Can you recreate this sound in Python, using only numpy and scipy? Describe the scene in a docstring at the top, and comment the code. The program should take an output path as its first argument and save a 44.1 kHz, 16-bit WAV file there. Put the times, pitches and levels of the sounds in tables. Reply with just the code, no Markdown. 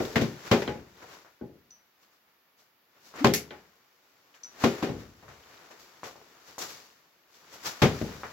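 """A stone-walled yard at night, where bare fists hit a hanging heavy bag in bunches with pauses between.
Each punch smacks the vinyl skin and thuds in the filling; the bag jolts its hanger and the chain clinks.
The boxer's nylon jacket swishes and his shoes scuff the ground. The walls answer with a short boom,
and a faint hiss lies under it all."""
import sys
import numpy as np
from scipy import signal
from scipy.fft import rfft, irfft
from scipy.io import wavfile
from scipy.ndimage import uniform_filter1d

SR = 44100
rng = np.random.default_rng(int(sys.argv[2]) if len(sys.argv) > 2 else 0)


def output_pcm(signal):
    """Save a mono or channel-first signal as 16-bit PCM at the path in sys.argv[1].

    Samples are clipped to [-1, 1] before scaling.
    """
    pcm = np.clip(np.atleast_2d(signal).T, -1, 1) * 32767
    wavfile.write(sys.argv[1], SR, np.round(pcm).astype(np.int16))


N = 366912

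EVENT_SAMPLES = 30000  # room for one sound to die away
AGE = np.arange(EVENT_SAMPLES) / SR  # seconds since that sound began
BANDS_HZ = 40 * 2 ** (np.arange(27) / 3)  # noise bands, three to an octave


def punches(thud_db=-2, ring_db=1.5, smack_gain_db=3, snap_db=-29, touch_db=-16, lead_s=0.0029):
    """A fist brushes the skin, then smacks it, thuds into the filling and sets the bag ringing."""
    # Fists landing (see tone for weight, slap and crack): start_s, level_db, weight_db, slap_db,
    # crack_db, fade_s, smack_db, smack_hz, bag_db, dent_db, dent_hz
    blows = [(.159,-35.5,1,3.5,-2.5,0.28,-11.5,2010,-36,-25,230),
             (.214,-35.5,3,-6,-3.5,0.22,-36.5,900,-38.5,-40,138),
             (0.5153,-29,-5,1.5,-3,0.23,-12,1040,-25,-10.5,195),
             (3.2459,-30.5,-2.5,-1,-3,0.28,-3.5,1010,-23.5,-15.5,199),
             (4.6394,-30.5,-10,-3.5,-4.5,0.25,-9.5,990,-25.5,-11.5,267),
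             (4.827,-39.5,-9.5,-1.5,-4,0.35,-21.5,980,-36,-23,286),
             (7.821,-28.5,6,2.5,-0.5,0.23,-12.5,1200,-26,-14,125)]
    # The thud from low to high: pitch_hz, level_db
    colour = [(45.0, -17.5), (80.0, -27), (125.0, 1), (230.0, -1.5), (400.0, 0), (700.0, -4),
              (1200.0, -10.5), (2100.0, -5.5), (3200.0, -7), (5000.0, -8.5), (7000.0, -11),
              (12500.0, -19.5), (16000.0, -18)]
    out = np.zeros((2, N))
    for start, db, weight, slap, crack, fade_s, smack_db, smack_hz, bag_db, dent_db, dent_hz in blows:
        band_db = db + at(colour, BANDS_HZ) + tone(BANDS_HZ, weight, slap, crack)
        touch = burst(band_db, 0.03, tail_db=-44, tail_s=0.24)
        add(out, start - lead_s, undb(touch_db) * touch)
        add(out, start, vinyl_crack(smack_db + snap_db))
        add(out, start, undb(smack_db + smack_gain_db) * smack(smack_hz))
        add(out, start, undb(dent_db) * dent(dent_hz))
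        thud = burst(band_db, fade_s, tail_db=-16, tail_s=0.52, crackle_db=0.5)
        add(out, start, undb(thud_db) * thud)
        add(out, start, undb(bag_db + ring_db) * bag_ring(weight, slap, crack))
    return out


def smack(hz, cycles=5.5):
    """Knuckles flatten the vinyl in one sharp push of air; a flatter fist smacks higher."""
    return echoed(-ping(hz, cycles), wall_db=-1.5)


def vinyl_crack(level_db, fade_s=0.0065):
    """The skin of the bag snaps flat under the knuckles."""
    # The crack from low to high: pitch_hz, level_db
    colour = [(300, -33.5), (1000, -11), (2000, -4), (4500, -9), (7000, -11.5), (14000, -23)]
    return burst(level_db + at(colour, BANDS_HZ), fade_s, tail_db=-21.5, tail_s=0.15, crackle_db=11)


def dent(hz, fade_s=0.094, sag=0.082):
    """The fist dents the filling: a short, heavy note that sinks in pitch as the bag gives way."""
    pitch_hz = hz * (1 + sag * (2 * fade(fade_s) - 1))
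    return -np.sin(2 * np.pi * np.cumsum(pitch_hz) / SR) * fade(fade_s)


def bag_ring(weight_db, slap_db, crack_db, swell_s=0.0082):
    """The bag's own notes swell as a blow sinks in; the kind of blow decides which are loudest."""
    # The bag's notes, low from the filling, high from the tight vinyl: pitch_hz, level_db, fade_s
    notes = [(80,-12,0.61), (126.4,-2.5,0.25), (155,-6.5,0.11), (231.3,11.5,0.2), (340,1,0.29),
             (388,5,0.26), (419.4,1,0.36), (519,0,0.29), (561.5,-1,0.24), (765,0,0.17), (819,-6,0.26),
             (1045,-1,0.14), (1250,-10.5,0.22), (1400,-8,.18), (1620,-8,0.1), (2050,-6,0.13),
             (2200,-10.5,0.13), (2456,-6.5,0.16), (3260,-14,0.23)]
    gains_db = tone([note[0] for note in notes], weight_db, slap_db, crack_db)
    return ring(notes, gains_db, detune=0.003) * (1 - np.exp(-AGE / swell_s))


def hanger_knocks(thud_db=-4, ring_db=-3):
    """The swinging bag jerks at its hanger: a thud, a duller ring of the bag and a clack of steel."""
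    # Jerks of the bag: start_s, level_db, weight_db, slap_db, crack_db, fade_s, steel_db
    jerks = [(.001,-37,1.5,3,-26.5,0.09,-63), (0.6199,-47,-9.5,13.5,7,0.07,-57),
             (0.677,-44,8.5,10,-1,0.24,-26.5), (0.755,-53.5,9.5,-12,-16,0.13,-52),
             (1.412,-47,3,-13.5,-35,0.32,-44.5), (3.507,-60,3,19,6,0.27,-39),
             (4.891,-44,11,-3,-21,0.099,-40), (4.964,-54,2,-24,-26,0.11,-52),
             (8.014,-41.5,14,-1,-4,0.064,-43)]
    # Their thud from low to high: pitch_hz, level_db
    colour = [(45.0, -17.5), (80.0, -17.5), (125.0, -9.5), (230.0, -1.5), (400.0, 4.5), (700.0, -4.5),
              (1200.0, -16.5), (2100.0, -9), (3200.0, -14), (5000.0, -14), (7000.0, -17.5), (12500.0, -26),
              (16000.0, -20)]
    # The notes of the hanger's steel and beam: pitch_hz, level_db, fade_s
    steel_notes = [(368,-8,0.27), (832,-9.5,0.26), (840,-8.5,0.29), (1086,-16,0.073), (1490,-9,0.09),
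                   (1597,-16,0.075), (1983,-12,0.078), (2980,-23,0.13), (3180,-5,0.027), (4030,-7,0.018)]
    # a soft jerk barely stirs the high notes of the steel
    crack_share = at([(1500, 0.0067), (2500, 0.48)], [note[0] for note in steel_notes])
    out = np.zeros((2, N))
    for start, db, weight, slap, crack, fade_s, steel_db in jerks:
        band_db = db + at(colour, BANDS_HZ) + tone(BANDS_HZ, weight, slap, crack)
        add(out, start, undb(thud_db) * burst(band_db, fade_s, tail_db=-10, tail_s=0.59))
        add(out, start, undb(db + ring_db) * bag_ring(weight, slap - 6, crack - 6))
        steel = ring(steel_notes, crack * crack_share, detune=0.0028)
        add(out, start, undb(steel_db) * echoed(steel, wall_db=-10))
    return out


def footsteps(tap_cycles=2.6, scuff_db=-0.5, grip_s=0.0034):
    """A sole taps down, takes the boxer's weight and grinds on over grit."""
    # Shoes landing: start_s, level_db, weight_db, slap_db, crack_db, fade_s, tap_db, tap_hz
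    steps = [(.968,-81,-10,-4,-13,0.042,-49,3660), (1.017,-61,-5,-4.5,-37,0.37,-50,1200),
             (1.248,-73.5,-8,3,-19,0.32,-40.5,1100), (3.14,-59,-15,-14,-25,0.17,-32,1190),
             (3.156,-59,-9,-9,-8.5,0.09,-31,1100), (4.342,-87.5,-9,17.5,11,0.18,-44,2980),
             (5.227,-66,7,-4,-22,0.28,-41,1100), (5.282,-66,9.5,1,-9.5,0.45,-35,1290),
             (5.705,-64,-26,-5,-9.5,0.17,-41,900), (6.0328,-54.5,-8,-3.5,-9.5,0.33,-22,1050),
             (6.1574,-63,-10,-13,-17,0.21,-34.5,790), (6.2153,-65,-15,-11,-21,0.014,-38,900),
             (6.5814,-55.5,-37,-5.5,5.5,0.34,-23.5,950), (8.2343,-55.5,-2,2.5,-21,0.25,-20,1260)]
    # The scuff from low to high: pitch_hz, level_db
    colour = [(45.0, -27), (80.0, -8), (125.0, -6), (230.0, -10), (400.0, -1), (700.0, 3), (1200.0, 3),
              (2100.0, 4), (3200.0, 0.5), (5000.0, 2.5), (7000.0, 9.5), (12500.0, -6.5), (16000.0, -3)]
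    out = np.zeros((2, N))
    grip = 1 - np.exp(-AGE / grip_s)
    for start, db, weight, slap, crack, fade_s, tap_db, tap_hz in steps:
        add(out, start, undb(tap_db) * echoed(-ping(tap_hz, tap_cycles), wall_db=-10.5))
        band_db = db + at(colour, BANDS_HZ) + tone(BANDS_HZ, weight, slap, crack)
        scuff = burst(band_db, fade_s, tail_db=-21.5, tail_s=0.44, crackle_db=2.5)
        add(out, start, undb(scuff_db) * grip * scuff)
    return out


def chain_clinks():
    """A link slips with a click and rings in notes so close together that they shimmer."""
    # Links slipping: start_s, level_db, ring_stretch (multiplies fade_s)
    clinks = [(1.706, -49.5, 2.1), (4.434, -38.5, 1.6)]
    # The notes of one link: pitch_hz, level_db, fade_s
    link_notes = [(5850, -6, .17), (5975, 0, .13), (6087, -12, .09), (11480, -34, .09)]
    click_db = at([(1500, -68), (3500, -32), (6000, -18), (9000, -47.5)], BANDS_HZ)
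    out = np.zeros((2, N))
    for start, db, stretch in clinks:
        notes = [(hz, note_db, fade_s * stretch) for hz, note_db, fade_s in link_notes]
        link = np.array([ring(notes, np.zeros(len(notes)), detune=0.0012) for _ in range(2)])
        click = burst(click_db, 0.03, tail_db=-11, tail_s=0.6)
        add(out, start, undb(db) * (link + click))
    return out


def hanger_snap(body_db=4, crack_db=-5, crack_s=0.0075):
    """The tight hanger snaps once, sharp and bright."""
    # The snap: start_s, level_db, fade_s
    snaps = [(3.3375, -39.5, 0.18)]
    # Its sound from low to high: pitch_hz, level_db
    colour = [(500,-17), (1200,-24), (2100,-1), (3200,-11.5), (5000,-1), (7000,-0.5), (10000,-0.5),
              (12700,-1), (16000,-15)]
    out = np.zeros((2, N))
    for start, db, fade_s in snaps:
        band_db = db + at(colour, BANDS_HZ) - 40 * (BANDS_HZ < 400)  # almost no bass
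        body = burst(band_db + body_db, fade_s, tail_db=11.5, tail_s=0.26)
        crack = burst(band_db + crack_db, crack_s, tail_db=-31, tail_s=0.18)
        add(out, start, body + crack)
    return out


def cloth_motion(steady_folds_db=6, swish_range_db=22):
    """How hard the jacket rubs and folds as the boxer moves and swings his arms."""
    # Steady rustle, busy in each bunch, nearly still on guard, even as he walks: time_s, level_db
    movement = [(0, -50.5), (.36, -60.5), (.6, -53), (.85, -71.5), (1.4, -80), (2.8, -86.5), (3.3, -63.5),
                (3.85, -77.5), (4.4, -74), (4.7, -56.5), (5.15, -70.5), (5.55, -64.5), (6.0, -68),
                (6.4, -67.5), (7.25, -78), (7.5, -65), (7.97, -52), (8.3, -60)]
    # Arm sweeps and body turns, each rising and falling by swish_range_db:
    # fastest_s, level_db, rise_s, fall_s, folds_db
    swishes = [(.055, -51.5, 0.14, 0.052, -13), (.475, -51.5, 0.064, 0.058, 15),
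               (1.03, -65, 0.12, 0.061, 14.5), (1.14, -59, 0.35, 0.21, 6), (2.035, -70.5, .08, .13, 1),
               (2.135, -74, .07, .12, 0), (2.285, -81, 0.051, .15, 11), (2.6, -68, .05, 0.13, -8),
               (2.97, -77.5, 0.074, .09, 17), (3.07, -59.5, 0.095, 0.16, -14.5),
               (3.195, -53.5, 0.068, 0.18, 16), (4.624, -46, 0.047, 0.23, 10.5),
               (4.785, -57.5, 0.1, 0.21, 12.5), (5.0, -60, .04, 0.11, 4), (5.8, -58, 0.016, 0.15, -23),
               (6.07, -52, 0.047, 0.092, -3), (6.485, -58.5, 0.075, 0.23, 1.5),
               (6.619, -40.5, 0.028, 0.083, 0), (6.699, -49, 0.1, 0.24, -5.5),
               (7.35, -64, 0.075, 0.27, -21), (7.54, -52.5, 0.046, 0.1, -1),
               (7.666, -35.5, 0.039, 0.088, -5)]
    t = np.arange(N) / SR
    steady_db = np.interp(t, *np.transpose(movement))
    rub_power = undb(steady_db) ** 2
    fold_power = undb(steady_db + steady_folds_db) ** 2
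    for fastest_s, db, rise_s, fall_s, folds_db in swishes:
        away = np.maximum((fastest_s - t) / rise_s, (t - fastest_s) / fall_s)
        power = undb(db - swish_range_db * np.minimum(away, 10)) ** 2
        rub_power += power
        fold_power += power * undb(folds_db) ** 2
    return np.sqrt(rub_power), np.sqrt(fold_power)


def jacket(rubbing, folding, swish_db=-1, crinkle_db=1, flutter_db=1.5):
    """Nylon rubs on nylon in tiny crinkles; big folds add a lower flutter."""
    # The nylon's rustle from low to high: pitch_hz, level_db
    colour = [(45.0, -24.5), (80.0, -28), (125.0, -21), (230.0, -18), (400.0, -10), (700.0, -10.5),
              (1200.0, -5.5), (2100.0, -6.5), (3200.0, -7.5), (5000.0, -2), (7000.0, -3.5),
              (12500.0, -10.5), (16000.0, -9.5)]
    bands = noise_bands(N)
    gains = undb(at(colour, BANDS_HZ))
    fold_share = at([(1800, 0.53), (4500, 0)], BANDS_HZ)
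    folds = mix_bands(gains * fold_share, bands) * undb(flutter_db * wander(rate_hz=22))
    rub = mix_bands(gains * (1 - fold_share), bands)
    return (folds * folding + rub * rubbing) * undb(swish_db + crinkle_db * wander(rate_hz=500))


def sleeve_flap(glide=0.22):
    """A sleeve fills with air on a fast jab: a soft note that rises as the cloth pulls tight."""
    # The flap: start_s, length_s, pitch_hz, level_db
    flaps = [(3.201, 0.047, 286.4, -24.5)]
    out = np.zeros((2, N))
    for start, length_s, hz, db in flaps:
        progress = np.minimum(AGE / length_s, 1)
        pitch_hz = hz * (1 + glide * (2 * progress - 1))
        swell = np.sin(np.pi * progress) ** 2
        add(out, start, undb(db) * swell * np.sin(2 * np.pi * np.cumsum(pitch_hz) / SR))
    return out


def grit(rubbing, tick_db=9, spread_db=5.5, count=170):
    """Stray ticks of zip and gravel, louder when the boxer moves more."""
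    out = np.zeros((2, N))
    for when, pitch, size, side in rng.random((count, 4)):
        db = tick_db + spread_db * min(-np.log(1 - size), 3)  # many small ticks, a few big ones
        tick = undb(db) * ping(hz=700 * 6 ** pitch, cycles=5)
        left_right = np.sqrt([[side], [1 - side]])
        add(out, when * N / SR, rubbing[int(when * N)] * left_right * tick)
    return out


def night_air(level_db=-5):
    """Still air: a faint, even hiss."""
    # The hiss from low to high: pitch_hz, level_db
    colour = [(45.0, -105), (80.0, -98.5), (125.0, -95.5), (230.0, -85), (400.0, -85), (700.0, -81.5),
              (1200.0, -77.5), (2100.0, -76), (3200.0, -78.5), (5000.0, -78.5), (7000.0, -91),
              (12500.0, -74.5), (16000.0, -72)]
    return mix_bands(undb(at(colour, BANDS_HZ) + level_db), noise_bands(N))


def echoed(pulse, wall_db):
    """The ground and walls repeat a short sound, a little differently on each side."""
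    # Bounces off the ground and near walls: left_delay_s, right_delay_s, level_db
    echoes = [(.0037, .0038, -5.5), (.0074, .0071, -3.5), (0.0112, .0131, -4.5), (0.0235, .0208, -3.5)]
    out = np.array([pulse, pulse])
    for left_s, right_s, db in echoes:
        delayed = [np.interp(AGE - delay, AGE, pulse, left=0) for delay in (left_s, right_s)]
        out += undb(db + wall_db) * np.array(delayed)
    return out


def burst(band_db, fade_s, tail_db, tail_s, crackle_db=0, rise_cycles=0.35, bass_linger=0.11):
    """The noise of a blow scattered by the yard: low sounds build later and last longer."""
    out, head = 0, int(0.05 * SR)  # band_db sets the level of the first 50 ms
    crease_times = AGE[::40]
    creases = undb(crackle_db * np.interp(AGE, crease_times, rng.standard_normal(len(crease_times))))
    for hz, db, noise in zip(BANDS_HZ, band_db, noise_bands(EVENT_SAMPLES)):
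        rise = 1 - np.exp(-AGE * hz / rise_cycles)
        tail = undb(tail_db) * fade(tail_s * (500 / hz) ** bass_linger)
        band = noise * rise * (fade(fade_s) + tail)
        if hz > 900:  # creases pop in the treble only
            band = band * creases
        out = out + band * undb(db) / np.sqrt(np.mean(band[:, :head] ** 2))
    return out


def tone(hz, weight_db, slap_db, crack_db):
    """Decibels to add at each pitch: a deep blow has more weight, a flat fast one more slap and crack."""
    # Where a blow's weight, thud, slap and crack lie: pitch_hz
    zones = [110, 300, 1600, 7000]
    return np.interp(np.log(hz), np.log(zones), [weight_db, 0, slap_db, crack_db])


def ring(notes, gains_db, detune):
    """A struck thing rings in fading notes, tuned a little differently on every blow."""
    drift = 1 + detune * rng.standard_normal(len(notes))
    out = 0
    for k, (hz, db, fade_s) in enumerate(notes):
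        wave = (-1) ** k * np.sin(2 * np.pi * hz * drift[k] * AGE)  # every other note is flipped
        out = out + undb(db + gains_db[k]) * wave * fade(fade_s)
    return out


def ping(hz, cycles):
    """A note that dies within a few vibrations, so it sounds like a click."""
    return np.sin(2 * np.pi * hz * AGE) * fade(cycles / hz)


def noise_bands(size, spread_hz=1150):
    """One equally strong stereo noise per band: the sides are alike below spread_hz, unrelated above."""
    hz = np.fft.rfftfreq(size, 1 / SR) + 1
    middle, side = rfft(rng.standard_normal((2, size)))
    side = side * hz / np.hypot(hz, spread_hz)
    pair = np.array([middle + side, middle - side]).astype(np.complex64)
    band_number = np.log2(hz / BANDS_HZ[0]) * 3
    shares = (np.maximum(1 - abs(band_number - k), 0) for k in range(len(BANDS_HZ)))
    bands = np.array([irfft(pair * np.sqrt(share).astype(np.float32), size) for share in shares])
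    return bands / bands.std(axis=(1, 2), keepdims=True)


def mix_bands(gains, bands):
    """Add the noise bands together, each at its own strength."""
    return np.einsum("b,bcn->cn", gains.astype(np.float32), bands)


def wander(rate_hz):
    """A smooth random wobble with a typical size of 1."""
    step = int(SR / rate_hz)
    stairs = np.repeat(rng.standard_normal(N // step + 1), step)
    smooth = uniform_filter1d(uniform_filter1d(stairs, step), step)[:N]
    return smooth / smooth.std()


def fade(fade_s):
    """Die away by 60 decibels in fade_s seconds, but never in less than 5 ms."""
    return np.exp(-np.log(1000) * AGE / max(fade_s, 0.005))


def undb(db):
    """Turn decibels into a number to multiply a sound by."""
    return 10 ** (np.asarray(db) / 20)


def at(points, hz):
    """Read a curve of (pitch_hz, value) points, with the octaves evenly spaced."""
    pitches, values = np.transpose(points)
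    return np.interp(np.log(hz), np.log(pitches), values)


def add(out, start_s, sound):
    """Mix a sound in at its start time."""
    i = int(np.clip(start_s * SR, 0, N - 1))
    out[:, i:i + sound.shape[-1]] += sound[..., :N - i]


def scene(left_db=3):
    """The boxer and bag are a little to the left, with the night air all around."""
    rubbing, folding = cloth_motion()
    hits = punches() + hanger_knocks() + footsteps() + chain_clinks() + hanger_snap()
    rustle = jacket(rubbing, folding) + sleeve_flap() + grit(rubbing)
    left_right = undb(np.array([[left_db], [-left_db]]) / 2)
    return (hits + rustle) * left_right + night_air()


def record(dry, dip_hz=9050, dip_width_hz=1150, dip_db=-17, low_cut_hz=62, high_cut_hz=16000):
    """The microphones lose the lowest and highest sounds and dip in the treble; the right is brighter."""
    hz = np.linspace(1, SR / 2, 257)
    hollow_db = dip_db * np.exp(-((hz - dip_hz) / dip_width_hz) ** 2)
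    right_extra_db = at([(5500, 0), (9000, 1.968)], hz)
    gains = [undb(hollow_db + side * right_extra_db) for side in (-0.5, 0.5)]
    filters = np.array([signal.firwin2(129, np.linspace(0, 1, len(hz)), gain) for gain in gains])
    heard = signal.fftconvolve(dry, filters, mode="same", axes=1)
    heard = signal.sosfilt(signal.butter(3, low_cut_hz, "high", fs=SR, output="sos"), heard)
    return signal.sosfilt(signal.ellip(10, 0.2, 80, high_cut_hz, fs=SR, output="sos"), heard)


dry = scene()
out = record(dry)
output_pcm(out)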